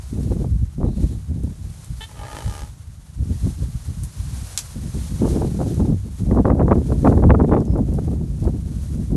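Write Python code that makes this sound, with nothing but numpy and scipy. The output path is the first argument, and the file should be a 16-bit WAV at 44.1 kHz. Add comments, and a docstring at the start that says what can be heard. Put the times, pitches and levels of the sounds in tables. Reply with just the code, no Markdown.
"""Outdoors in dry grass beside a parked vehicle, one microphone open to the wind. From the start, gusts
buffet the microphone and heavy feet sweep the grass; a twig snaps and a bird whistles far off. At 2 s,
in a lull, a baby elephant squeals once through its pinched trunk, then blows so that the tip flaps in a
rough flutter. The loudest twig cracks at 4.6 s. From 5 s the wind hits the microphone hardest, and near
7.5 s the distant bird calls again under it, among more small snaps."""
import sys
import numpy as np
from scipy import signal
from scipy.fft import rfft, irfft
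from scipy.io import wavfile
from scipy.ndimage import uniform_filter1d, minimum_filter1d, map_coordinates

SR = 44100
rng = np.random.default_rng(int(sys.argv[2]) if len(sys.argv) > 2 else 0)


def wav_record(signal):
    """Record a signal, one row per channel, as 16-bit PCM in the file named by sys.argv[1]."""
    frames = np.transpose(np.atleast_2d(signal))
    bounded = np.clip(frames, -1, 1)
    # unit amplitude maps onto the largest positive 16-bit level
    quanta = np.round(bounded * 32767).astype(np.int16)
    wavfile.write(sys.argv[1], SR, quanta)


N = 403956
T = np.arange(N) / SR

# breeze at the microphone between gusts: t/s, eddy level/dB
BREEZE_LEVELS = [(0, -47), (.7, -44), (1.8, -54), (3.05, -53), (3.7, -48), (4.6, -55.5), (5.3, -36),
                 (6.13, -44), (7.3, -30), (8.6, -30.5), (9.16, -35)]
# gusts at the microphone: start t/s, length/s, relative eddy level/dB, relative rumble level/dB
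MIC_GUSTS = [(0.099, .11, -28, -23), (0.213, 0.25, -25.5, -21.5), (0.418, 0.22, -35, -20),
             (0.769, .12, -21, -16), (0.952, 0.083, -23, -14.5), (1.073, 0.091, -30, -20.5),
             (1.259, 0.26, -31.5, -26), (1.55, 0.15, -38, -27.5), (1.852, 0.07, -46, -27.5),
             (2.176, 0.037, -44, -29.5), (2.433, 0.045, -43, -21), (2.597, 0.051, -39, -35),
             (3.172, 0.049, -29, -17), (3.258, 0.063, -27, -20), (3.41, 0.073, -28, -20),
             (3.563, 0.086, -29, -23), (3.72, 0.041, -41, -26.5), (3.84, .07, -33, -26),
             (3.951, 0.097, -38, -26), (4.141, 0.29, -39.5, -29.5), (4.724, 0.14, -29, -28.5),
             (4.911, 0.11, -31.5, -27), (5.082, 0.085, -30, -25), (5.179, .28, -20, -20.5),
             (5.48, 0.26, -22.5, -24), (5.76, .12, -19.5, -17), (5.87, 0.05, -22, -14.5),
             (6.019, .05, -28, -32.5), (6.172, 0.111, -26, -21.5), (6.279, .11, -16, -13.5),
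             (6.429, 0.15, -17, -17.5), (6.56, 0.24, -18, -16), (6.839, 0.17, -24, -20),
             (7.012, .17, -17, -14), (7.213, .14, -17, -10), (7.359, 0.26, -17, -21.5),
             (7.639, .17, -21, -15), (7.849, .14, -21.5, -20), (8.042, .17, -24.5, -25.5),
             (8.399, 0.085, -22, -19), (8.882, .14, -26.5, -23.5), (9.079, 0.085, -22, -20.5)]
# spectrum of the wind's slow pressure swings: f/Hz, level/dB
RUMBLE_SPECTRUM = [(15, -46), (28, -19), (45, -1.5), (65, 3.5), (100, -1.5), (150, -7), (300, -30),
                   (700, -81.5)]
# spectrum of its eddies at the reference flow: f/Hz, level/dB
EDDY_SPECTRUM = [(50, -23), (120, 2.5), (180, 3.5), (270, -6.5), (370, -15.5), (520, -23), (800, -37.5),
                 (1500, -59), (3000, -95)]
REFERENCE_FLOW_DB = -30

# feet and trunks sweeping the grass: mid-stroke t/s, length/s, relative level/dB
GRASS_SWEEPS = [(0.108, 0.89, -51.5), (1.064, 0.27, -52), (1.972, 0.91, -52), (2.469, 0.47, -47),
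                (3.453, 0.42, -50), (3.968, 1.54, -51), (4.532, 0.75, -45), (5.032, 0.43, -45.5),
                (5.328, 0.36, -44), (5.679, .48, -47.5), (6.198, 0.47, -54), (6.979, 0.47, -51.5),
                (8.013, .45, -56.5), (8.4, 0.27, -58), (8.86, 0.59, -53)]
# spectrum of the grass hiss, with peaks and dips from the microphone's colour: f/Hz, level/dB
GRASS_HISS_SPECTRUM = [(2500, -10), (4200, -3), (5000, -4), (6300, -1), (7800, -3), (9200, -1),
                       (11800, -5.5)]
# spectrum of crushed stalks: f/Hz, level/dB
STALK_SPECTRUM = [(200, 3), (700, 6.5), (1300, 3.5), (2500, -2), (4000, -5), (5200, -27), (9000, -34)]

# spectrum of a buffet before the air speed shifts it: f/Hz, level/dB
BUFFET_SPECTRUM = [(80, -1), (250, 5.5), (500, 2), (800, -4), (1200, -18), (1800, -34.5), (3000, -53),
                   (5000, -90)]
# hardest buffets on the microphone: peak t/s, relative level/dB, length before stretching/s
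HARD_BUFFETS = [(.447, -27.5, 0.0057), (.819, -31, 0.024), (.876, -36.5, 0.016), (5.251, -29, 0.037),
                (5.421, -25, 0.013), (5.451, -29.5, 0.011), (5.607, -26, 0.027), (5.804, -29.5, 0.016),
                (6.315, -28, 0.0143), (6.374, -24.5, .04), (6.455, -17.5, 0.013), (6.483, -21.5, 0.016),
                (6.508, -20.5, 0.016), (6.605, -23, 0.033), (6.689, -23, 0.013), (6.716, -16, 0.022),
                (6.758, -24, 0.0039), (6.922, -25.5, 0.0085), (7.062, -15.5, 0.025), (7.121, -22, .015),
                (7.18, -26.5, .019), (7.233, -21, 0.02), (7.306, -14.5, .018), (7.351, -18.5, 0.0095),
                (7.404, -21.5, .019), (7.444, -22, 0.01), (7.529, -16.5, .022), (7.574, -21.5, 0.016),
                (7.757, -25, 0.0084), (7.781, -28.5, 0.023), (7.98, -28, .014), (8.455, -32, .008),
                (8.479, -32, .026)]

# twigs and stems breaking: t/s, level/dB, crack f/Hz
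TWIG_SNAPS = [(.232, -43, 4500), (1.435, -44, 9500), (1.845, -36.5, 8500), (1.852, -53, 7500),
              (4.035, -26.5, 10160), (4.5757, -11, 6400), (7.604, -43.5, 6500), (7.653, -44, 6976),
              (7.777, -46, 10020), (7.937, -40, 8915), (8.401, -45, 6344), (8.442, -44, 5737)]
# distant bird whistles: t/s, length/s, level/dB, f/Hz, waver as a share of the pitch
BIRD_WHISTLES = [(.78, 0.43, -64.5, 3900, 0.074), (7.45, 0.17, -67, 3550, 0.017),
                 (7.664, .09, -65, 5200, 0.02157)]

# harmonics of the squeal, from the first up: relative level/dB
SQUEAL_HARMONICS = [-5, -1, -10, -2, -12, -9, 0, -0.5, -11, -19]
# effort of the fluttering blow: t/s, level/dB
BLOW_EFFORT = [(2.091, -49.5), (2.155, -50), (2.18, -41.5), (2.23, -38.5), (2.299, -40), (2.36, -35),
               (2.43, -40), (2.62, -43), (2.7, -57)]
# resonances of the trunk: f/Hz, width/Hz, level/dB
TRUNK_RESONANCES = [(286, 86, 0.5), (459, 100, 0.5), (620, 170, -3.5), (826, 35, 6.5), (897, 9.9, 2),
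                    (1214, 40, 1.5), (1655, 50, -2), (2216, 40, -16), (2520, 110, -19), (3000, 39, -5.5)]


def amp(db):
    return 10 ** (np.asarray(db) / 20)


def unit_rms(x):
    return x / np.sqrt(np.mean(x ** 2) + 1e-20)


def add(mix, start_s, sound):
    part = mix[max(round(start_s * SR), 0):][:len(sound)]
    part += sound[:len(part)]


def along(points, t):
    """Straight lines between points, read at times t."""
    return np.interp(t, *np.transpose(points))


def held(t, length, rise, fade):
    """Attack, hold and release from t = 0."""
    return np.clip(t / rise, 0, 1) * np.exp(-np.maximum(t - length, 0) / fade)


def noise(spectrum):
    """Unit-power noise with the given spectrum."""
    hz, db = np.transpose(spectrum)
    gain = amp(np.interp(np.log(np.fft.rfftfreq(N, 1 / SR) + 1), np.log(hz), db))
    return unit_rms(irfft(rfft(rng.standard_normal(N)) * gain, N))


def wander(hz, size=N):
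    """Smooth random drift of unit size, changing about hz times a second."""
    gain = np.exp(-(np.fft.rfftfreq(N, 1 / SR) / hz) ** 2)
    return unit_rms(irfft(rfft(rng.standard_normal(N)) * gain, N))[:size]


def resonate(x, hz, width):
    """One resonance of gain 1."""
    return signal.lfilter(*signal.iirpeak(min(hz, SR / 3), hz / width, SR), x)


def swept(sound, speed):
    """Runs through a sound at a changing speed: faster raises all its frequencies."""
    return map_coordinates(sound, [np.cumsum(speed) % (len(sound) - 1)], order=3, prefilter=False)


def airflow(rise_s=.04, fade_s=.036):
    """Gusts rise, hold and drop back into the breeze; gives eddy and rumble levels in dB."""
    breeze_db = along(BREEZE_LEVELS, T)
    rumble_db = -24.5 + .49 * (breeze_db - REFERENCE_FLOW_DB)
    power = amp([breeze_db, rumble_db]) ** 2
    for start, length, *levels in MIC_GUSTS:
        swell = held(np.arange(SR) / SR, length, rise_s, fade_s)
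        for layer, db in zip(power, levels):
            add(layer, start, (amp(db) * swell) ** 2)
    return 10 * np.log10(power)


def wind(flow_db, rumble_db, lumpy_db=2.0, churn_db=1.64, slowest=.65):
    """Air right on the microphone: low rumble, and lumpy eddies that brighten as they pass faster."""
    lumps_db = lumpy_db * wander(30)
    speed = np.maximum(amp(.25 * (flow_db + lumps_db - REFERENCE_FLOW_DB)), slowest)
    churn = amp(churn_db * wander(130))
    eddies = amp(flow_db - 1) * swept(noise(EDDY_SPECTRUM), speed * churn)
    rumble = amp(rumble_db - .38) * noise(RUMBLE_SPECTRUM)
    return amp(lumps_db) * (rumble + eddies)


def grass(ticks_per_s=700, tick_share=.26, flicker_db=1.12, stir_db=-59, stalk_floor_db=-63):
    """Each sweep swells and dies over a faint stirring: blades hiss and tick, crushed stalks are duller."""
    power = sum(amp(db) ** 2 * np.exp(-2 * (2 * (T - middle) / length) ** 2)
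                for middle, length, db in GRASS_SWEEPS)
    level_db = 10 * np.log10(power + amp(stir_db) ** 2)
    ticks = (rng.random(N) < ticks_per_s / SR) * rng.standard_normal(N)
    ticks *= amp(.5 * np.minimum(rng.exponential(1, N), 4))
    ticks = unit_rms(resonate(resonate(ticks, 9900, 7000), 9900, 7000))
    hiss = amp(level_db + 2.5) * unit_rms(noise(GRASS_HISS_SPECTRUM) + tick_share * ticks)
    stalks = np.hypot(amp(level_db - 5), amp(stalk_floor_db)) * noise(STALK_SPECTRUM)
    return amp(flicker_db * wander(28)) * (hiss + stalks)


def chance_buffets(flow_db, count=170, scatter_db=2.5, typical_s=.00926):
    """Lesser buffets at random moments, much harder in fast air; rows as in HARD_BUFFETS."""
    when, luck, span = rng.random((count, 3)).T
    times = (np.arange(count) + when) / count * T[-1]
    excess_db = np.interp(times, T, flow_db) - REFERENCE_FLOW_DB
    db = -54 + 1.46 * excess_db + scatter_db * (2 * luck - 1)
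    return list(zip(times, db, typical_s * (.5 + span)))


def buffets(flow_db, boost_db=3.5, stretch=2.1, skew=.65, lurch_db=5.5, lurch_hz=190):
    """Bursts of small, fast eddies hit the microphone and sputter as the flow lurches."""
    out, eddies = np.zeros(N), noise(BUFFET_SPECTRUM)
    lurch = amp(lurch_db * np.tanh(wander(lurch_hz) / 2))
    for peak_s, db, length in list(HARD_BUFFETS) + chance_buffets(flow_db):
        size, at = int(stretch * length * SR), round(peak_s * SR)
        swell = np.sin(np.pi * np.linspace(0, 1, size, endpoint=False) ** skew)
        sputter = unit_rms(lurch[np.arange(at - size, at)])
        speed = .9 * (amp(db - REFERENCE_FLOW_DB) * swell) ** .201 * sputter  # harder is brighter
        burst = swept(np.roll(eddies, -at), speed) * swell * sputter
        burst = unit_rms(burst) * np.sqrt(np.mean(swell ** 2))
        add(out, peak_s - np.argmax(swell) / SR, amp(db + boost_db) * burst)
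    return out


def twigs(crack_s=.001, splinter_s=.018, splinter_db=-11, echo_delay_s=.014, echo_db=-10):
    """A twig cracks and splinters; a reflection off the vehicle reaches the microphone just after."""
    out, t = np.zeros(N), np.arange(SR // 8) / SR
    for start, db, hz in TWIG_SNAPS:
        fibres = rng.standard_normal(len(t))
        crack = unit_rms(resonate(fibres, hz, 2000)) * np.exp(-t / crack_s)
        wood = amp(-17) * resonate(fibres, 1800, 2500)
        splinters = unit_rms(resonate(fibres, hz, 5000) + wood) * np.exp(-t / splinter_s)
        echo = unit_rms(resonate(rng.standard_normal(len(t)), hz, 4000)) * np.exp(-t / .0034)
        add(out, start, amp(db) * (crack + amp(splinter_db) * splinters))
        add(out, start + echo_delay_s, amp(db + echo_db) * echo)
    return out


def far_bird(waver_hz=250):
    """Thin wavering whistles from bushes far off."""
    out = np.zeros(N)
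    for start, length, db, hz, waver in BIRD_WHISTLES:
        size = int(length * SR)
        turns = np.cumsum(hz * (1 + waver * wander(waver_hz, size))) / SR
        whistle = np.sin(2 * np.pi * turns) * signal.windows.tukey(size, .5)
        add(out, start, amp(db) * unit_rms(whistle))
    return out


def trunk_squeal(start_s=2.006, hold_s=.039, level_db=-36.5, pitch_hz=434, jitter=.012, shimmer=.38):
    """Beside the vehicle, the pinched trunk buzzes like a reed, with a puff of air in every cycle."""
    out, t = np.zeros(N), np.arange(SR // 10) / SR
    arch = np.sin(np.pi * np.minimum(t / (2 * hold_s), 1))  # pitch and brightness rise and fall
    hz = pitch_hz * (1 + .0222 * arch)
    turns = np.cumsum(hz * (1 + jitter * wander(417, len(t)))) / SR
    orders = np.arange(1, len(SQUEAL_HARMONICS) + 1)[:, None]
    gains = amp(np.array(SQUEAL_HARMONICS)[:, None] + 3 * arch * np.log2(orders))
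    gains /= np.linalg.norm(gains, axis=0)
    phases = 2 * np.pi * orders * turns - .35 * orders ** 2  # the tube smears each pulse over its cycle
    reed = unit_rms((gains * np.cos(phases)).sum(0))
    air = unit_rms(resonate(rng.standard_normal(len(t)), 4400, 7000) * np.exp(-2 * (turns % 1)))
    reed *= 1 + shimmer * wander(200, len(t))
    envelope = amp(level_db) * held(t, hold_s, rise=.004, fade=.008)
    add(out, start_s, envelope * (reed + amp(-10) * air))
    return out


def trunk_flutter(slow_hz=55.24, fast_hz=77.2, jump_at_s=2.5, sag_hz_per_s=36, settle_at_s=2.39):
    """Air flaps the trunk tip, raggedly, then evenly and faster; each flap rings the trunk and slaps."""
    out, t = np.zeros(N), np.arange(BLOW_EFFORT[0][0], BLOW_EFFORT[-1][0], 1 / SR)
    effort_db = along(BLOW_EFFORT, t)
    settled = .5 + .5 * np.tanh((t - settle_at_s) / .08)
    ragged = .8 - .68 * settled
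    flap_hz = np.where(t < jump_at_s, slow_hz, fast_hz - sag_hz_per_s * (t - jump_at_s))
    turns = np.cumsum(flap_hz * np.exp(.3 * ragged * wander(70, len(t)))) / SR
    force = amp(2.5 * wander(41, len(t)))
    flaps = unit_rms(np.diff(np.floor(turns), prepend=0) * force)
    puffs = unit_rms(rng.standard_normal(len(t)) * np.exp(-(turns % 1) / .5))
    leak = 1.5 * np.sqrt(ragged)  # a ragged flap lets more air through
    drive = (flaps + leak * puffs) / np.hypot(1, leak)  # same power, ragged or even
    tube = unit_rms(sum(amp(db) * resonate(drive, hz, width) for hz, width, db in TRUNK_RESONANCES))
    spray = unit_rms(force * rng.standard_normal(len(t)) * np.exp(-(turns % 1) / .24))
    wet_slaps = unit_rms(resonate(spray + amp(-7) * flaps, 5800, 10100))
    slap_db = effort_db - 24 + 20 * settled  # the settled tip slaps harder
    flex = 1 + .015 * wander(14, len(t))  # the trunk flexes, so its resonances waver
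    add(out, t[0], amp(effort_db) * swept(tube, flex) + amp(slap_db) * swept(wet_slaps, flex))
    return out


def outdoors(x, scatter_db=-12, t60_s=.12):
    """Ground, bushes and bodywork scatter a faint, short tail back to the microphone."""
    t = np.arange(SR // 4) / SR
    reflections = rng.standard_normal(len(t)) * (rng.random(len(t)) < .05)
    tail = reflections * amp(-60 * t / t60_s) * (t > .003)
    return x + amp(scatter_db) * signal.oaconvolve(x, tail / np.linalg.norm(tail))[:N]


def scene():
    """One microphone: wind and grass arrive direct; elephant, twigs and bird carry the outdoor tail."""
    flow_db, rumble_db = airflow()
    direct = wind(flow_db, rumble_db) + buffets(flow_db) + grass()
    around = outdoors(trunk_squeal() + trunk_flutter() + twigs() + far_bird())
    return (direct + around)[None]


def record(dry, limiter_samples=441, cutoff_hz=12100):
    """Behind the microphone, a limiter holds down the strongest gusts and a low-pass cuts the top."""
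    gain = minimum_filter1d(1 / np.maximum(abs(dry), 1), size=limiter_samples)
    gain = uniform_filter1d(gain, size=limiter_samples)
    lowpass = signal.firwin(401, cutoff_hz, window=("kaiser", 9), fs=SR)
    return signal.oaconvolve(dry * gain, lowpass[None], "same")


dry = scene()
out = record(dry)
wav_record(out)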